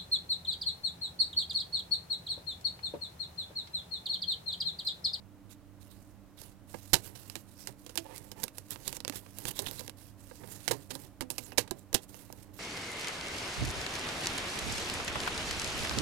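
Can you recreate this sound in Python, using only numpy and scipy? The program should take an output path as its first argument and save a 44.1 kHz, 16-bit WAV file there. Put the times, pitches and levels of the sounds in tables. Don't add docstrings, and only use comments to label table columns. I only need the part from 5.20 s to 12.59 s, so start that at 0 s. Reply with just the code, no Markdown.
import sys
import numpy as np
from scipy import signal
from scipy.fft import rfft, irfft
from scipy.io import wavfile

SR = 44100
rng = np.random.default_rng(int(sys.argv[2]) if len(sys.argv) > 2 else 0)


def transcribe(u):
    v = np.clip(np.atleast_2d(u).T, -1, 1)
    q = np.round(v * 32767).astype(np.int16)
    wavfile.write(sys.argv[1], SR, q)


N = 325899
TIME = np.arange(N) / SR

# f/Hz, level/dB per Hz
ROOM_AIR = [(20, -111), (43, -82), (70, -103.5), (230, -91), (290, -81), (380, -99), (580, -92.5),
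            (700, -98), (1000, -100), (2000, -109), (5000, -122), (16000, -135)]
LEFT_NOISE = [(20, -107), (100, -92), (400, -104), (2000, -114), (5000, -118), (13300, -119), (14200, -140),
              (16000, -150)]
RIGHT_NOISE = [(20, -84), (50, -78), (75, -78.5), (100, -75), (135, -80), (230, -90.5), (330, -89.5),
               (500, -96.5), (1000, -101), (2000, -108), (5000, -111), (16000, -112)]
# f/Hz, left level/dB, right level/dB
FAN_TONES = [(98.2, -79, -56.5), (195.5, -90, -60), (297.4, -69, -63.5)]

# f/Hz, level/dB, t60/s
BOX_MODES = [(113.4, -15, 0.071), (146, -6, 0.087), (206, 4, 0.054), (245, 4.5, 0.076), (330.4, 3, 0.098),
             (380, -5, 0.1), (447.7, -1.5, 0.064), (504, 1.5, 0.062), (570, 5, 0.035), (657, -1.5, 0.056),
             (774, 0, 0.059), (916, 6, 0.037), (1013, -3, 0.074), (1185, -1, 0.027), (1635, 0, 0.044)]
# f/Hz, width/Hz, level/dB
PAPER_MODES = [(2690, 120, -3.5), (2984, 23, -3.5), (3240, 70, -22), (3830, 33, -12.5), (3940, 64, -4.5),
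               (4250, 160, -10.5), (4930, 300, -13), (5510, 115, -15.5), (6000, 27, -16.5)]
EDGE_MODES = [(530, 37, 5), (750, 56, -2), (865, 25, 6), (1730, 58, -7.5), (2430, 360, -20)]
# f/Hz, level/dB
HISS_COLOUR = [(200, 6), (800, -5.5), (1600, -4), (2600, -5.5), (4000, -4), (6000, -2.5), (9000, 0),
               (13500, 0), (16000, -9)]
DRONE_COLOUR = [(70, -8), (120, 13.5), (220, -4.5), (400, 4), (650, -7.5), (900, -2), (1300, -20.5),
                (2000, -11), (3500, -43.5), (7000, -44.5)]
CRACK_COLOUR = [(100, -4), (400, 2.5), (900, -1), (1300, -3.5), (1800, 0.5), (2300, 0), (2800, 0.5),
                (4000, 2.5), (5500, 2.5), (7500, 3), (10000, 2), (14000, -0.5), (16000, -16)]

# start t/s, length/s, hiss level/dB, growth over the stroke/dB
HAND_RUBS = [(0.60, 0.31, -62, -8), (1.18, 0.11, -50, -9.5), (1.47, 0.33, -53, 1.5),
             (1.825, 0.058, -44, -3.5), (1.94, 0.26, -51, -4), (2.26, 0.23, -57, 12.5),
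             (2.57, 0.52, -57.5, 4), (3.15, 0.075, -52, 16), (3.325, 0.055, -55, 7), (3.43, 0.3, -52.5, 16),
             (3.82, 0.353, -57.5, 7), (4.15, 0.16, -49, 7), (4.35, 0.31, -45, -9.5), (4.765, 0.12, -53, -5),
             (4.97, 0.295, -55, 5), (5.25, 0.25, -53.5, 21.5), (5.53, 0.13, -57.5, 1),
             (5.69, 0.16, -49.5, -1), (6.11, 0.17, -50, 3), (6.54, 0.055, -62, 7), (6.875, 0.15, -50, 0.5),
             (7.04, 0.19, -61, 16.5), (7.33, 0.06, -52, 0)]
# start t/s, length/s, drone level/dB, growth over the stroke/dB
BOX_PUSHES = [(1.2, 0.081, -61, 2), (1.78, 0.33, -57, -10), (2.47, 0.054, -46, -19), (2.78, 0.23, -53, 4),
              (3.1, 0.13, -53.5, 5), (3.5, 0.23, -53, 7), (3.86, 0.17, -56, 1), (4.15, 0.15, -51, 7),
              (4.39, 0.37, -53.5, -17), (5.19, 0.19, -51, -6), (5.49, 0.07, -36.5, -12),
              (5.69, 0.16, -53, -2), (6.1, 0.35, -55, 12), (6.88, 0.49, -57.5, -4)]
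# middle t/s, relative hiss level/dB, swell width/s, rasp f/Hz, rasp level/dB
QUICK_SLIDES = [(0.321, -49, 0.042, 3820, -59.5), (0.619, -54, 0.025, 3880, -63),
                (0.718, -53, 0.032, 3830, -56), (1.187, -49.5, 0.027, 3700, -56),
                (1.545, -54, 0.0073, 2150, -46), (2.414, -49, 0.081, 5270, -52.5),
                (2.783, -52, 0.012, 2900, -34), (2.966, -43.5, 0.046, 2160, -54.5),
                (3.524, -36, 0.041, 3750, -50), (3.678, -38.5, 0.047, 3880, -44.5),
                (3.756, -38.5, 0.029, 6360, -49), (3.965, -36.5, 0.048, 7000, -60),
                (4.287, -31, 0.033, 3580, -42.5), (4.312, -33.5, 0.01, 3080, -45),
                (4.379, -40.5, 0.053, 3600, -45), (4.469, -45, 0.013, 3150, -30),
                (4.483, -36, 0.027, 3550, -43), (4.595, -40, 0.028, 3920, -43),
                (5.333, -41.5, 0.079, 7140, -51.5), (6.116, -47, 0.023, 9600, -40.5),
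                (6.189, -36, 0.011, 2440, -39), (6.25, -62, 0.025, 7340, -49),
                (6.326, -48.5, 0.02, 2680, -50), (6.402, -54, 0.034, 4200, -44),
                (6.776, -63, 0.033, 3300, -47.5), (6.835, -48, 0.03, 8800, -59)]
# middle t/s, level/dB, swell width/s, slip rate/Hz
BAND_CREAKS = [(2.862, -46, 0.027, 190), (2.92, -45.5, 0.075, 330), (3.062, -52, 0.033, 205),
               (3.189, -48.5, 0.049, 230), (3.938, -48, 0.021, 196)]
# t/s, level/dB, start f/Hz, end f/Hz, t60/s
BAND_TWANGS = [(1.762, -30, 350, 322, 0.065), (2.776, -27.5, 328, 332, 0.15), (3.896, -27, 269, 337, 0.051),
               (4.393, -36.5, 320, 449, 0.22), (5.509, -19.5, 485, 396, 0.085), (5.53, -39, 136, 141, 0.33),
               (5.72, -43, 255, 278, 0.37), (6.013, -36.5, 264, 251, 0.25), (6.103, -42, 131, 117, 0.18),
               (6.181, -40, 252.5, 245, 0.21), (6.383, -21, 510, 440, 0.059), (6.511, -41, 402, 279, 0.16),
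               (6.556, -45.5, 150, 91.6, 0.16)]
# t/s, relative crack level/dB, skid/ms, treble tilt/dB per octave, box ring level/dB
LIGHT_TICKS = [(1.215, -39, 4, 4, -52), (1.5415, -45, 7.4, -4.5, -34), (1.7688, -33.5, 1, -4, -49),
               (1.952, -44, 13, -1, -62), (2.0986, -31, 2.1, -2, -63), (2.4718, -29, 4, -1, -53),
               (2.6635, -38.5, 3.7, -1.5, -50), (2.6936, -41.5, 5.9, -2.5, -48), (2.756, -27, 2.3, 2, -43),
               (2.98, -29, 1.75, 4.5, -68), (3.116, -34.5, 3.4, 0.5, -44.5), (3.2333, -27, 3.2, -1, -42),
               (3.2802, -36.5, 2.9, -3, -74), (3.383, -25, 1.7, 2, -51), (3.507, -14.5, 0.83, 10, -56),
               (3.5591, -32.5, 1.66, -9, -52), (3.7279, -26, 1.6, -1.5, -46),
               (3.7677, -28, 1.74, -0.5, -46), (3.8039, -30, 1.5, -3.5, -55),
               (3.8492, -21.5, 1.16, -6.5, -43), (3.879, -23, 1.9, -2.5, -54), (3.923, -40.5, 5.4, -5, -62),
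               (4.062, -46.5, 4.3, -8, -57), (4.1858, -21.5, 1.8, 7, -48), (4.4192, -29, 3.4, 11, -54),
               (4.4654, -30, 1.1, -3, -52), (4.512, -20.5, 0.75, 4, -47), (4.5317, -31, 1.6, 8, -52.5),
               (4.5942, -28.5, 1.9, 2, -44), (4.608, -31, 1.3, 0, -43.5), (4.679, -27, 0.83, -3, -44),
               (4.6962, -29.5, 1.32, -1, -53), (5.112, -48, 3, -9, -43), (5.235, -46, 9.9, -12, -44.5),
               (5.7052, -34, 14, -2.5, -49), (6.0225, -35, 2.6, -3, -39), (6.3205, -35, 1.4, -14.5, -44.5),
               (6.376, -24.5, 2.6, -0.5, -52), (6.4757, -47, 7.7, -4.5, -50), (6.509, -43, 5.1, -5, -52),
               (6.729, -30, 2.6, -0.5, -38), (6.7426, -14, 2.8, 4, -31.5), (6.944, -39, 2, -3, -52.5),
               (7.1015, -37, 2, -25, -54.5), (7.1262, -26, 0.93, 3, -47.5)]
# t/s, relative crack level/dB, skid/ms, treble tilt/dB per octave,
# box ring level/dB, struck panel f/Hz, thump level/dB, gap between bounces/ms
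BAND_SNAPS = [(1.7319, -14, 12.3, 0, -25.5, 310, -21, 16.7), (1.7422, -9.5, 1.75, -2.5, -33, 900, -54, 12),
              (2.1549, -27.5, 2.5, -3, -42.5, 350, -49, 9.1),
              (2.7743, -21.5, 4.5, -1, -37.5, 344, -41.5, 6.3),
              (3.238, -14.5, 1.82, 5, -37.5, 483, -44, 2.4), (3.6776, -20, 2.5, 2, -47.5, 500, -36.5, 2.4),
              (3.8975, -20, 0.87, -1.5, -47, 275, -56, 1.4), (4.2532, -24, 2.05, -1.5, -41, 392, -34.5, 33),
              (4.3909, -19.5, 2.5, 0.5, -36, 380, -45, 6), (4.4695, -31, 2.8, -4.5, -49, 400, -34, 4.2),
              (5.4786, -17.5, 3, -2.5, -43.5, 500, -40, 6.1),
              (5.51, -23.5, 10.5, -0.5, -26, 470, -38, 10.9),
              (5.7526, -27.5, 1.7, 1.5, -41.5, 540, -53, 7.2),
              (6.0080, -23.5, 2.7, -2, -34.5, 370, -32, 6.8), (6.1024, -22, 2.8, 2, -39.5, 307, -54, 7.6),
              (6.1812, -25.5, 3.2, 1, -38, 500, -54, 7), (6.38, -14.5, 6.3, -1, -26.5, 477, -26, 6.7),
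              (6.5098, -23, 1.74, 0.5, -33, 370, -32, 2.9),
              (6.7454, -15.5, 4.9, -1.5, -27.5, 386, -22.5, 4.9)]


def from_db(db):
    return 10 ** (np.asarray(db) / 20)


def rms_one(x):
    return x / np.sqrt(np.mean(x ** 2) + 1e-20)


def add(track, s, sound):
    at = max(round(s * SR), 0)
    track[at:at + len(sound)] += sound[:N - at]


def dying(t, t60):
    return np.exp(-np.log(1000) * t / t60)


def swell(width_s):
    return np.exp(-np.linspace(-3, 3, int(3 * max(width_s, .003) * SR)) ** 2)


def drift(rate_hz):
    r = np.exp(-80 * np.pi * rate_hz / SR)
    slow = signal.lfilter([1], [1, -2 * r, r * r], rng.standard_normal(N // 40 + 2002))[2000:]
    return np.interp(np.arange(N) / 40, np.arange(len(slow)), rms_one(slow))


def coloured(x, points, size=4096):
    hz, db = np.transpose(points)
    grid = np.maximum(np.arange(size // 2 + 1) * SR / size, 1)
    cepstrum = irfft(np.log(from_db(np.interp(np.log(grid), np.log(hz), db))))
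    cepstrum[1:size // 2] *= 2
    cepstrum[size // 2 + 1:] = 0
    return signal.fftconvolve(x, irfft(np.exp(rfft(cepstrum))))[:len(x)]


def resonate(x, modes):
    out = 0
    for hz, width, db in modes:
        r = np.exp(-np.pi * width / SR)
        feedback = [1, -2 * r * np.cos(2 * np.pi * hz / SR), r * r]
        out = out + from_db(db) * (1 - r * r) / 2 * signal.lfilter([1, 0, -1], feedback, x + 1e-18)
    return out


def background(waver=0.3, phase_wander=0.62):
    air, left, right = [coloured(rng.standard_normal(N) * np.sqrt(SR / 2), colour)
                        for colour in (ROOM_AIR, LEFT_NOISE, RIGHT_NOISE)]
    out = np.array([air + left, air + right])
    for hz, left_db, right_db in FAN_TONES:
        loudness = 1 + waver * drift(4.2)
        hum = loudness * np.sin(2 * np.pi * hz * TIME + phase_wander * drift(6.0))
        out += from_db([[left_db], [right_db]]) * rms_one(hum)
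    return out


def room(x, echo_db=-19, t60=0.13, build_s=0.0069, dull_hz=7000):
    t = np.arange(SR // 2) / SR
    tail = rng.standard_normal(len(t)) * dying(t, t60) * (1 - np.exp(-t / build_s))
    tail = signal.sosfilt(signal.butter(1, dull_hz, fs=SR, output="sos"), tail / np.linalg.norm(tail))
    return x + from_db(echo_db) * signal.fftconvolve(x, tail)[:N]


def paper(x):
    return x + resonate(x, PAPER_MODES)


def friction(grain_db, catch_db, catch_hz):
    noise = rng.standard_normal(N)
    roughness_db = grain_db * rng.standard_normal(N) + catch_db * drift(catch_hz)
    return rms_one(noise * from_db(roughness_db))


def crinkle(per_s=40, spread_db=4.5, t60=0.003):
    gives_way = rng.random(N) < per_s / SR
    sizes = from_db(spread_db * np.minimum(rng.exponential(1, N), 3))
    fades = signal.lfilter([1], [1, -dying(1 / SR, t60)], gives_way * sizes + 1e-18)
    return rng.standard_normal(N) * fades


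def shifting_colour(x, patchy_db=3, rate_hz=14, sharpness=9, share_db=-3):
    out = x
    for hz in np.geomspace(1800, 14500, 14):
        band = resonate(x, [(hz, hz / sharpness, share_db)])
        out = out + band * (from_db(patchy_db * drift(rate_hz)) - 1)
    return out


def strokes(rows, attack_s=0.024, release_t60=0.21):
    out, t = np.zeros(N), np.arange(SR) / SR
    for start, length, db, growth_db in rows:
        held = from_db(db + growth_db * (np.minimum(t / length, 1) - .5))
        release = dying(np.maximum(t - length, 0), release_t60)
        add(out, start, held * np.minimum(t / attack_s, 1) * release)
    return out


def settling(rustle_db=-41, shudder_db=-14):
    rustle, shudder = np.zeros((2, N))
    t = np.arange(SR // 2) / SR
    for s, crack_db, _, _, ring_db, *_ in BAND_SNAPS:
        add(rustle, s, from_db(crack_db + rustle_db) * dying(t, t60=0.26))
        add(shudder, s, from_db(ring_db + shudder_db) * dying(t, t60=0.22))
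    return rustle, shudder


def rubbing(slide_db=-1, slide_drone_db=-12, crinkle_db=3):
    slides = np.zeros(N)
    for mid, db, width_s, *_ in QUICK_SLIDES:
        stroke = swell(width_s)
        add(slides, mid - len(stroke) / SR / 2, from_db(db + slide_db) * stroke)
    rustle, shudder = settling()
    hiss_level = np.hypot(strokes(HAND_RUBS), rustle)
    drone_level = np.hypot(strokes(BOX_PUSHES), shudder)
    skin = friction(grain_db=1.0, catch_db=2.5, catch_hz=92) + from_db(crinkle_db) * crinkle()
    hiss = rms_one(shifting_colour(paper(coloured(skin, HISS_COLOUR))))
    drone = rms_one(coloured(friction(grain_db=7.0, catch_db=3.0, catch_hz=36), DRONE_COLOUR))
    return (hiss * np.hypot(hiss_level, slides)
            + drone * np.hypot(drone_level, from_db(slide_drone_db) * slides))


def rasping(sharpness=3.8, skid_hz=4020, skid_db=-16):
    out = np.zeros(N)
    rough = friction(grain_db=6.5, catch_db=5.5, catch_hz=450)
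    slides = [(mid, width_s, hz, db) for mid, _, width_s, hz, db in QUICK_SLIDES]
    skids = [(s + ms / 1000, ms / 1000, skid_hz, db + skid_db) for s, db, ms, *_ in BAND_SNAPS]
    for mid, width_s, hz, db in slides + skids:
        stroke = swell(width_s)
        start = mid - len(stroke) / SR / 2
        mode = [(hz, hz / sharpness, 0)]
        grains = rough[int(start * SR):][:len(stroke)]
        rasp = rms_one(resonate(resonate(grains, mode), mode))
        add(out, start, from_db(db) * stroke * rasp)
    return out


def creaks(jitter=0.16, uneven_db=3, scrape=0.061):
    out = np.zeros(N)
    for mid, db, width_s, slip_hz in BAND_CREAKS:
        stroke = swell(width_s)
        gaps = np.exp(jitter * rng.standard_normal(256))
        slip_at = (np.cumsum(gaps) * SR / slip_hz).astype(int)
        slip_at = slip_at[slip_at < len(stroke)]
        slips = scrape * rng.standard_normal(N)[:len(stroke)]
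        slips[slip_at] += from_db(uneven_db * rng.standard_normal(256))[:len(slip_at)]
        creak = rms_one(resonate(slips, EDGE_MODES))
        add(out, mid - len(stroke) / SR / 2, from_db(db) * stroke * creak)
    return out


def twangs(glide_s=.026, db_per_octave=-5, mellow_hz=540, thin_hz=190, attack_s=0.0032):
    out, t = np.zeros(N), np.arange(SR // 3) / SR
    harmonic = np.arange(1, 7)[:, None]
    for s, db, start_hz, end_hz, t60 in BAND_TWANGS:
        pitch_hz = end_hz + (start_hz - end_hz) * np.exp(-t / glide_s)
        phase = 2 * np.pi * np.cumsum(pitch_hz) / SR
        weight = from_db(db_per_octave * np.log2(harmonic))
        weight /= 1 + (harmonic * end_hz / mellow_hz) ** 4
        weight /= 1 + (thin_hz / (harmonic * end_hz)) ** 2
        tone = np.sum(weight * np.sin(harmonic * phase), axis=0)
        add(out, s, from_db(db) * rms_one(tone) * dying(t, t60) * (1 - np.exp(-t / attack_s)))
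    return out


def thump(t, table_hz=120, puff_s=0.00091, puff_db=-4, shake_hz=42, shake_db=-14):
    puff = from_db(puff_db) * t / puff_s * np.exp(1 - t / puff_s) * np.cos(t / puff_s / 2)
    bump = np.sin(2 * np.pi * table_hz * t) * dying(t, t60=0.024)
    shake = from_db(shake_db) * np.sin(2 * np.pi * shake_hz * t) * dying(t, t60=0.072)
    return puff + bump + shake


def box_ring(t, panel_hz, focus_db=8, focus_octaves=0.19, scatter_db=2):
    hz, db, t60 = np.transpose(BOX_MODES)[:, :, None]
    nearness = np.exp(-(np.log2(hz / panel_hz) / focus_octaves) ** 2)
    strength = from_db(db + focus_db * nearness + scatter_db * rng.standard_normal(hz.shape))
    strength[1::2] *= -1
    ring = np.sum(strength * dying(t, t60) * np.sin(2 * np.pi * hz * t), axis=0)
    return ring / np.sqrt(np.mean(ring[t < 0.011] ** 2))


def crack(t, skid_s, tilt, grain_db=4, rise_s=0.00017, flutter_db=-3.5, rattle_db=3, rattle_s=0.00128):
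    slips = rng.standard_normal(len(t)) * from_db(grain_db * rng.standard_normal(len(t)))
    slips = rms_one(coloured(slips, [(1500, -2 * tilt), (6000, 0), (16000, np.sqrt(2) * tilt)], 256))
    skid = (1 - np.exp(-t / rise_s)) * np.exp(-(t / skid_s) ** 4)
    energy = np.sum(skid ** 2)
    skid *= 1 + (0.0026 / skid_s) ** 4 * np.exp(-(t / 0.00056) ** 2)
    skid *= np.sqrt(energy / np.sum((skid * slips) ** 2))
    rattle = np.interp(t / rattle_s, np.arange(256), rng.standard_normal(256))
    stirred = np.tanh(skid_s / 0.0029) * (1 - np.exp(-t / skid_s))
    settle_t60 = min(0.016 + 12 * skid_s, 0.11)
    flutter = from_db(flutter_db + rattle_db * rattle) * stirred * dying(t, settle_t60)
    return slips * (skid + flutter)


def contacts(lid_hz=502, tick_thump_db=-4, bounce_loss_db=10.5, bounce_skid_ms=2.7):
    rows = [(*tick, ring_db, lid_hz, ring_db + tick_thump_db) for *tick, ring_db in LIGHT_TICKS]
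    for s, crack_db, skid_ms, tilt, ring_db, panel_hz, thump_db, gap_ms in BAND_SNAPS:
        rows.append((s, crack_db, skid_ms, tilt, ring_db, panel_hz, thump_db))
        for bounce in (1, 2):
            s += gap_ms / 1000
            loss = bounce_loss_db * bounce
            short_ms = min(skid_ms, bounce_skid_ms / bounce)
            rows.append((s, crack_db - loss, short_ms, tilt, ring_db - loss, panel_hz, thump_db - loss))
    return rows


def snaps_and_ticks(crack_gain_db=-1):
    cracks, knocks = np.zeros((2, N))
    t = np.arange(SR // 5) / SR
    for s, crack_db, skid_ms, tilt, ring_db, panel_hz, thump_db in contacts():
        add(cracks, s, from_db(crack_db + crack_gain_db) * crack(t, skid_ms / 1000, tilt))
        add(knocks, s, from_db(ring_db) * box_ring(t, panel_hz) + from_db(thump_db) * thump(t))
    return paper(coloured(cracks, CRACK_COLOUR)) + knocks


def scene():
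    stereo = background()
    stereo[1] += room(snaps_and_ticks() + twangs() + creaks() + rubbing() + rasping())
    return stereo


def record(dry, cutoff_hz=16200):
    lowpass = signal.ellip(10, .1, 80, cutoff_hz, fs=SR, output="sos")
    return signal.sosfilt(lowpass, np.clip(dry, -1, 1))


dry = scene()
out = record(dry)
transcribe(out)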